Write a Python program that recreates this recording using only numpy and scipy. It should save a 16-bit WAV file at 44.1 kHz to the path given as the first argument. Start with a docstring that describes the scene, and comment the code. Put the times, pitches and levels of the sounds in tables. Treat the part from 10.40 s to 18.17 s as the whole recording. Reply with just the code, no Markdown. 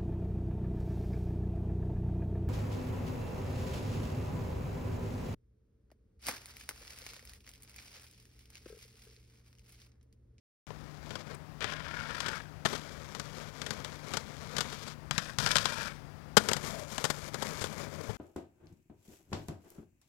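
"""An inline skater rolls in over concrete, wheels rumbling and ticking across a joint, and jumps.
At 1.2 s his plastic soles bite into a ledge and grind, groaning and scraping as they stick and slip.
He drops off, rolls over more joints, and at 4.7 s locks on again for a second, two-part grind.
At 6 s he lands with a hard clack and strides on. All along a low wall throws back a short echo,
over far traffic, a distant engine's hum and a faint high whine. Only the left channel sounds."""
import sys
import numpy as np
from scipy import signal
from scipy.fft import rfft, irfft, next_fast_len
from scipy.io import wavfile
from scipy.ndimage import map_coordinates

SR = 44100
rng = np.random.default_rng(int(sys.argv[2]) if len(sys.argv) > 2 else 0)


def wrap_up_sound(samples):
    """Save the sound to the file named by the first command line argument, as 16-bit audio."""
    columns = np.atleast_2d(samples).T
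    # keep every value between -1 and 1, then stretch to whole-number steps
    tamed = np.clip(columns, -1, 1)
    steps = np.round(tamed * 32767).astype(np.int16)
    wavfile.write(sys.argv[1], SR, steps)


N = 342657
TIME = np.arange(N) / SR
MS = 1 / 1000


# soles sliding on the ledge: lock-on t/s, release t/s, groan level/dB, scrape level/dB,
# load drift/(dB/s), pitch factor of the sole
SLIDES = [(1.208, 1.96, -48.5, -54, 9.5, 1.02), (4.723, 4.906, -46, -51.5, -20, 1.07),
          (4.992, 5.473, -38.5, -43.5, -6.5, 1.02)]
def sole_load():
    """Groan and scrape envelopes: the load drifts through each slide, and the first lock-on digs in."""
    groan, scrape = np.zeros((2, N))
    for start, end, groan_db, scrape_db, db_per_s, _ in SLIDES:
        drift = amp(db_per_s * (np.clip(TIME, start, end) - start))
        load = contact_gain(start, end, attack_s=0.0099, release_s=0.041) * drift
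        groan += load * amp(groan_db)
        scrape += load * amp(scrape_db)
    bite_db = 12.5 * swell(SLIDES[0][0], half_width_s=0.16)
    return groan * amp(0.4 * bite_db), scrape * amp(bite_db)


def sole_pitch(sag_per_s=0.11):
    """Pitch bend of the sole: it resets at each lock-on and sags as the slide slows."""
    pitch = np.ones(N)
    for start, end, *_, factor in SLIDES:
        sag = np.exp(-sag_per_s * (np.clip(TIME, start, end) - start))
        pitch = np.where(TIME >= start, factor * sag, pitch)
    return pitch


# resonances of the plastic sole pressed on the edge: f/Hz, width/Hz, level/dB
SOLE_MODES = [(576, 220, -1), (997, 51, -3), (1415, 130, 1), (1662, 130, 1), (2290, 96, -0.5)]
# EQ of the boot's groan: f/Hz, level/dB
GROAN_EQ = [(60, 3.5), (140, 12), (230, 12.5), (340, -2.5), (560, 6), (780, -3), (1000, 5), (1400, 10),
            (1900, 7), (2300, -6), (2800, -22), (6000, -41)]
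# EQ of the edge's scrape: f/Hz, level/dB
SCRAPE_EQ = [(1500, -14), (2600, -3), (3400, 4.5), (4200, 0.5), (5000, 3.5), (6500, -0.5), (8000, -3),
             (9200, -3.5), (10500, -8.5), (12200, -6), (15000, -30)]
# how keenly the edge cuts, from dull bite to sandy hiss: t/s, treble tilt/dB
KEENNESS = [(1.2, -18), (1.55, -2.5), (4.75, 7.5), (5.05, 10.5), (5.5, 1.5)]
def grinding():
    """Soles stick and slip on the ledge: a groan of wavering resonances under the scrape of the edge."""
    groan_gain, scrape_gain = sole_load()
    stick_slip, pitch = amp(2 * wobble(130)), sole_pitch()
    rub = asperities(per_s=1200, spread_db=4, smooth=0.11) * stick_slip
    sole = np.zeros(N)
    for hz, width_hz, db in SOLE_MODES:
        gain = amp(db + 1.6 * wobble(8.4))
        sole += gain * resonance(rub, hz * pitch * (1 + 0.035 * wobble(11)), width_hz)
    boot = colour(asperities(per_s=1400, spread_db=0.5, smooth=0.53) * stick_slip, GROAN_EQ)
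    groan = unit(boot + amp(3) * unit(band(sole, "bandpass", (350, 2900))))
    edge = colour(asperities(per_s=1400, spread_db=4.5, smooth=0.95) * stick_slip, SCRAPE_EQ)
    hiss, tilt_db = treble(edge, 2900), automation(KEENNESS)
    scrape = (edge - hiss) * amp(-tilt_db / 2) + hiss * amp(tilt_db / 2)
    return groan * groan_gain + scrape * scrape_gain


# stretches on the pavement: touch-down t/s, lift-off t/s, rumble level/dB, grit level/dB
RUNS = [(0.204, 0.955, -62, -68), (2.254, 4.525, -53, -60.5), (5.99, 7.8, -48, -61)]
# bearing down in a landing, carve, stride or take-off:
# peak t/s, half width/s, rumble boost/dB, grit boost/dB
PUSHES = [(0.74, 0.085, 11.5, 10.5), (0.92, 0.04, 19.5, 10), (2.31, 0.095, 9, 12.5), (3.02, 0.1, 1, 3.5),
          (3.33, 0.12, 5, 5), (3.73, 0.06, 9.5, 10), (4.19, 0.078, 8, 7.5), (4.47, 0.26, -1, 8),
          (6.06, 0.08, 6, 9), (6.28, 0.065, 2.5, 10), (6.398, 0.0097, 5, 4.5), (6.57, 0.21, -1.5, 7.5),
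          (6.84, 0.078, 0, 4.5), (7.06, 0.083, 6, 11), (7.22, 0.085, 1.5, 10), (7.412, 0.035, 7, 11)]
# one skate lifts between strides and the other runs lightly: t/s
LIFTS = [3.12, 6.465, 6.91]
def wheel_load():
    """Rumble and grit envelopes: open while the wheels are down, swelling on pushes, dipping on lifts."""
    gains = np.zeros((2, N))
    for start, end, *levels_db in RUNS:
        gains += np.outer(amp(levels_db), contact_gain(start, end, attack_s=0.0079, release_s=0.0091))
    push_db = sum(np.outer(boosts_db, swell(s, half_width)) for s, half_width, *boosts_db in PUSHES)
    lift_db = -9 * sum(swell(s, half_width_s=0.019) for s in LIFTS)
    return gains * amp(push_db + lift_db)


# EQ of the wheels' low rumble: f/Hz, level/dB
RUMBLE_EQ = [(30, -28), (80, -8.5), (130, -0.5), (220, 0.5), (320, -7), (450, -1.5), (600, -3), (800, -13),
             (1300, -43), (3000, -60)]
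# EQ of the frames' midrange buzz: f/Hz, level/dB
BUZZ_EQ = [(300, 4.5), (700, 1.5), (950, 13.5), (1500, 12), (2000, 8), (2300, 11.5), (2700, -2),
           (5000, -19)]
# EQ of the crunching grit: f/Hz, level/dB
GRIT_EQ = [(1500, -8), (2600, -1.5), (3300, 5), (4000, 3), (5000, 4), (7200, 2), (8300, -4.5), (9300, -3),
           (10500, -8.5), (12300, -3.5), (14000, -40), (16000, -56)]
def rolling():
    """Wheels rumble over bumps, crunch fine grit and tick on pebbles; the frames buzz in the mids."""
    rumble_gain, grit_gain = wheel_load()
    buzz_gain = np.sqrt(rumble_gain * grit_gain)
    bumps = wobble(70)
    rumble = colour(rng.standard_normal(N) * amp(2.66 * bumps), RUMBLE_EQ)
    buzz = colour(asperities(per_s=2500, spread_db=3, smooth=0.94) * amp(2 * bumps), BUZZ_EQ)
    grit = colour(asperities(per_s=2500, spread_db=6.5, smooth=1) * amp(1.8 * bumps), GRIT_EQ)
    pebbles = unit(band(asperities(per_s=45, spread_db=4, smooth=0), "bandpass", (1200, 6500)))
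    crunch = amp(2.8) * grit + amp(-8) * pebbles
    return amp(-2) * rumble * rumble_gain + amp(0.5) * buzz * buzz_gain + crunch * grit_gain


# modes of boot shell and frame: f/Hz, level/dB, t60/s
BOOT_MODES = [(195, 2, .04), (420, 3, .04), (580, -1, .025), (853, 4, .035), (1130, -7, .025),
              (1440, 4, .045), (1740, -4, .035), (3090, -4, .03), (3500, -10, .02), (3950, -7, .025),
              (4480, -6, .03), (5050, -2, .045), (6340, -12, .02), (7310, -9, .02), (9300, -10, .012)]
def boot_ring(t, contact_s):
    """The struck boot rings: a brief touch is bright and uneven, a flat landing drives every mode."""
    hz, db, t60 = np.transpose(BOOT_MODES)[:, :, None]
    hz = hz * (1 + 0.008 * rng.standard_normal(hz.shape))
    briefness = 1 / (1 + contact_s / (3 * MS))
    uneven_db = 4 * briefness * rng.standard_normal(hz.shape)
    decay_db = -60 * np.maximum(t - contact_s / 2, 0) / t60
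    strength = amp(db + uneven_db + decay_db) * (hz / 1000) ** (1.29 * briefness)
    ring = np.sum(strength * np.sin(2 * np.pi * (hz * t + rng.random(hz.shape))), axis=0)
    attack = 1 - np.exp(-t / (0.092 * contact_s))
    return unit(ring * attack)


# EQ of a skate's crack on concrete: f/Hz, level/dB
CRACK_EQ = [(50, 5.5), (150, -1), (300, -12.5), (480, -4), (750, -9.5), (1000, 1.5), (1500, 5), (2500, -10),
            (3300, 1), (4200, -1.5), (5000, 0), (6200, -1), (7500, 1), (10500, -10.5), (12500, -8),
            (15500, -31)]
def impact(contact_s, levels_db, ring_db, crack_t60=0.024, rattle_t60=0.11):
    """One hit: a snap at first touch, a crack while contact lasts, then the boot rings and rattles."""
    t = np.arange(SR // 8) / SR
    ring = amp(ring_db) * boot_ring(t, contact_s)
    noise = colour(rng.standard_normal(len(t)), CRACK_EQ)
    crack = noise * amp(-60 * np.maximum(t - contact_s, 0) / crack_t60)
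    rattle = band(noise, "bandpass", (450, 6500)) * amp(-8.5 - 60 * t / rattle_t60)
    snap = unit(band(signal.unit_impulse(len(t)), "bandpass", (1300, 7500)))
    snap *= amp(0.5) / (1 + contact_s / (2 * MS))  # the longer the contact, the softer the snap
    hit = band(unit(crack + rattle) + snap + ring, "bandpass", (115, 13500), order=3)
    thud = band(hit, "lowpass", 700, order=3)
    clack = band(hit, "bandpass", (700, 2600), order=3)
    click = band(hit, "highpass", 2600, order=3)
    mix = sum(amp(db) * unit(part) for db, part in zip(levels_db, (thud, clack, click)))
    return mix * np.sqrt(10 * MS * SR / len(t))  # levels count as if the energy fell within 10 ms


def impacts(rows, tone_db):
    """A track of hits voiced by tone_db (thud, clack, click); harder, longer hits ring the boot more."""
    out = np.zeros(N + SR)
    for s, contact_ms, db, bright_db in rows:
        levels_db = db + np.array(tone_db) + [-bright_db, 0, bright_db]
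        ring_db = 0.3 * (max(levels_db) + 20) + 0.2 * contact_ms - 5.5
        hit = impact(max(contact_ms, 0.5) * MS, levels_db, ring_db)
        out[round(s * SR):][:len(hit)] += hit
    return out[:N]


# skate clacks and ticks, one doubled by a quick echo off the wall:
# t/s, contact/ms, level/dB, brightness/dB
CLACKS = [(0.305, 3.1, -48, -8.5), (2.2514, 2, -33, -2), (2.329, 9.6, -37, -1), (2.351, 7, -39, 2),
          (3.217, 2.9, -39.5, 3.5), (3.447, 1.5, -43, 6), (4.183, 4.3, -32.5, 3.5), (4.326, 3.5, -44, 2),
          (4.477, 8, -47, 6), (5.9684, 11.5, -16.5, 1), (6.087, 3.8, -30, 3.5), (6.1151, 1.2, -32, -2.5),
          (6.1327, 2.2, -33.5, 7.5), (6.166, 4.8, -37, 1), (6.581, 0.46, -34.5, -0.5),
          (6.6417, 2, -30, 0.5), (6.6505, 2.9, -30.5, 0.5), (6.7012, 7.5, -31, 1), (6.944, 1.9, -37.5, 0.5),
          (7.023, 7.4, -34, -1), (7.212, 15.5, -37.5, 2), (7.241, 2.3, -36, -1), (7.691, 16.5, -44, -8.5)]
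# pavement joints: t/s, lag of the second skate/s, level/dB, brightness/dB
JOINTS = [(0.706, 0.049, -43, -0.5), (2.749, 0.048, -42.5, 2.5), (3.264, 0.043, -40, 3.5),
          (3.737, 0.033, -36.5, 3), (4.166, 0.041, -37, 6)]
def wheel_hits(joint_contact_ms=3.1, second_skate_db=4.5):
    """Dull urethane wheels clack and tick; at a joint the weighted second skate hits harder."""
    ticks = [(s + skate * lag, joint_contact_ms, db + skate * second_skate_db, bright_db)
             for s, lag, db, bright_db in JOINTS for skate in (0, 1)]
    return impacts(CLACKS + ticks, tone_db=(-1.5, -0.5, -4.5))


# frames striking the concrete: t/s, contact/ms, level/dB, brightness/dB
KNOCKS = [(1.207, 1.2, -42.5, -1), (1.224, 5.8, -37, -5), (1.2432, 0.43, -31.5, -4.5), (1.323, 3, -41, -4),
          (1.804, 2, -38, 5.5), (1.862, 4.4, -35.5, -2.5), (1.884, 4.5, -35.5, -0.5),
          (2.255, 7.7, -25.5, -4), (4.71, 1.3, -31, 0.5), (4.78, 1.2, -30, 3), (4.986, 1.4, -32, 4.5),
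          (5.0625, 0.62, -29, 1), (5.073, 1.3, -35, 2), (5.1148, 0.9, -34.5, 9),
          (5.1563, 0.49, -23.5, -1.5), (5.164, 2.9, -35, 7), (5.168, 0.95, -34.5, 10.5),
          (5.184, 1.1, -33, 4.5), (5.2558, 1.4, -28.5, 2)]
def frame_knocks():
    """Hard plastic frames knock with less thud and more click than the wheels."""
    return impacts(KNOCKS, tone_db=(-9, -0.5, -2))


# the skater's weight coming down on a boot: t/s, relative level/dB
THUMPS = [(4.712, -37.5), (4.744, -41), (4.778, -37), (4.985, -35), (5.039, -40), (5.158, -35.5),
          (6.158, -42), (6.704, -44), (7.214, -40), (7.691, -36)]
def thumps(t60=0.083):
    """Low end under the clacks: boot and leg bounce for a few slow cycles."""
    out, t = np.zeros(N + SR), np.arange(SR // 8) / SR
    for s, db in THUMPS:
        hz = 135 * np.exp(0.19 * rng.standard_normal())
        out[round(s * SR):][:len(t)] += amp(db + 6 - 60 * t / t60) * np.sin(2 * np.pi * hz * t)
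    return out[:N]


def wheel_squeak():
    return noise_sweep(span_s=(0.944, 0.956), span_hz=(9500, 7200), width_hz=530, db=-53.5)


def landing_whirr():
    """A faint whirr falls in pitch after the hard landing."""
    return noise_sweep(span_s=(6.21, 6.55), span_hz=(750, 520), width_hz=34, db=-52)


# the top end opens as the skater nears and passes side-on: t/s, shelf level/dB
SHEEN = [(0.5, -5), (1.5, -11.5), (2.3, -4), (4, -4), (5.2, -7), (6.3, 1.5), (7.2, 1), (7.7, 1.5)]
def sheen(x):
    """A moving high shelf: the top treble is beamed, so it comes and goes with the skater's place."""
    return x + (amp(automation(SHEEN)) - 1) * treble(x, 6030)


# the gap between skater and low wall: t/s, distance/m
WALL_DISTANCE = [(2.2, 0.48), (3.2, 0.84), (4.5, 0.66), (5.9, 0.6), (6.2, 1), (7.7, 2.3)]
def wall_echo(x, gain=0.11, sound_m_per_s=343):
    """Adds one moving reflection, which doubles the ticks and sweeps a comb through the rolling."""
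    delay_s = 2 * automation(WALL_DISTANCE) / sound_m_per_s
    echo = map_coordinates(x, [(TIME - delay_s) * SR])
    return (x + gain * echo) / np.sqrt(1 + gain ** 2)


# EQ of the outdoor reverb: f/Hz, level/dB
TAIL_EQ = [(100, 1), (400, -10), (1500, -7.5), (5000, -10), (14000, -4)]
def scatter(x, wet_db, t60):
    """Banks and bushes return a weak, diffuse tail."""
    t = np.arange(SR // 2) / SR
    tail = colour(rng.standard_normal(len(t)), TAIL_EQ)
    tail *= amp(-60 * t / t60) * (1 - np.exp(-t / 0.0025))
    return amp(wet_db) * signal.fftconvolve(x, tail / np.linalg.norm(tail))[:N]


# EQ of far traffic: f/Hz, level/dB
TRAFFIC_EQ = [(20, -26), (32, -13), (45, 1), (70, 2), (110, 1), (170, -2), (270, -5), (450, -12.5),
              (620, -10.5), (800, -12.5), (1200, -13.5), (2000, -19), (3000, -25.5), (5500, -29.5),
              (8000, -35.5), (15000, -39.5)]
# partials of a thin, steady whine: f/Hz
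WHINE_PARTIALS = [4770, 4780, 4840, 5630]
def background():
    """The ambience bed: far traffic, the unsteady hum of a distant engine and a faint whine."""
    traffic = amp(-52 + 0.19 * wobble(2.45)) * colour(rng.standard_normal(N), TRAFFIC_EQ)
    hum_hz = 150.3 + 1.62 * wobble(11)
    hum = amp(-55 + 0.6 * wobble(5.6)) * unit(np.sin(2 * np.pi * np.cumsum(hum_hz) / SR))
    whine = amp(-78.5) * unit(sum(np.sin(2 * np.pi * hz * TIME) for hz in WHINE_PARTIALS))
    return traffic + hum + whine


def asperities(per_s, spread_db, smooth):
    """Friction texture: tiny, unequal impacts on the grains of concrete, over a smooth rub."""
    struck = rng.random(N) < per_s / SR
    sizes = amp(spread_db * np.minimum(rng.exponential(size=N), 4)) * rng.choice([-1, 1], N)
    return unit(struck * sizes) + smooth * rng.standard_normal(N)


def noise_sweep(span_s, span_hz, width_hz, db):
    """A narrow band of noise that swells, glides and fades."""
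    envelope = np.sin(np.pi * np.interp(TIME, span_s, (0, 1)))
    hz = np.interp(TIME, span_s, span_hz)
    return amp(db) * envelope * resonance(rng.standard_normal(N), hz, width_hz)


def contact_gain(start, end, attack_s, release_s):
    """Rises at first touch, holds, and dies away once the skate has left."""
    return np.clip((TIME - start) / attack_s, 0, 1) * np.exp(-np.maximum(TIME - end, 0) / release_s)


def swell(peak_s, half_width_s):
    """A smooth rise and fall of height 1."""
    return np.exp(-((TIME - peak_s) / half_width_s) ** 2)


def automation(points):
    """Straight ramps through (t/s, value) points."""
    return np.interp(TIME, *np.transpose(points))


def wobble(knots_per_s):
    """A smooth random modulator."""
    return map_coordinates(rng.standard_normal(int(N * knots_per_s / SR) + 4), [TIME * knots_per_s])


def colour(x, eq):
    """x through an EQ of (f/Hz, level/dB) points on a log axis, at rms 1."""
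    eq_hz, db = np.transpose(eq)
    size = next_fast_len(len(x))
    hz = np.fft.rfftfreq(size, 1 / SR)
    gain = amp(np.interp(np.log(hz + 1), np.log(eq_hz), db))
    return unit(irfft(rfft(x, size) * gain, size)[:len(x)])


def resonance(x, hz, width_hz):
    """x through a resonance whose centre may move, at rms 1."""
    turn = np.exp(2j * np.pi * np.cumsum(hz) / SR)
    pole = np.exp(-np.pi * width_hz / SR)
    return unit((turn * signal.lfilter([1], [1, -pole], x / turn)).real)


def band(x, kind, edge_hz, order=2):
    """A causal low-, high- or band-pass."""
    return signal.sosfilt(signal.butter(order, edge_hz, kind, fs=SR, output="sos"), x)


def treble(x, edge_hz):
    """The part of x above edge_hz."""
    hz = np.fft.rfftfreq(N, 1 / SR)
    return irfft(rfft(x) / (1 + (edge_hz / (hz + 1)) ** 6), N)


def amp(db):
    """Decibels to gain."""
    return 10 ** (np.asarray(db) / 20)


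def unit(x):
    """x at rms 1."""
    return x / np.sqrt(np.mean(x ** 2) + 1e-20)


def scene():
    """The mix: skates, their reflections and the ambience bed, panned hard left."""
    skates = wheel_hits() + frame_knocks() + rolling() + landing_whirr() + grinding()
    skater = wall_echo(sheen(skates)) + thumps() + wheel_squeak()
    mono = skater + scatter(skater, wet_db=-18, t60=1.0) + background()
    return np.array([2 * mono, np.zeros(N)])


def record(dry, start_s=0.268, ceiling=0.98, top_hz=15950):
    """The master: a moment of silence, then the mix cuts in, soft-clipped and steeply low-passed."""
    gated = dry * (TIME >= start_s)
    rounded = gated / (1 + np.abs(gated / ceiling) ** 6) ** (1 / 6)
    size = next_fast_len(N + SR // 2)
    passband = np.fft.rfftfreq(size, 1 / SR) < top_hz
    return irfft(rfft(rounded, size) * passband, size)[:, :N]


dry = scene()
out = record(dry)
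wrap_up_sound(out)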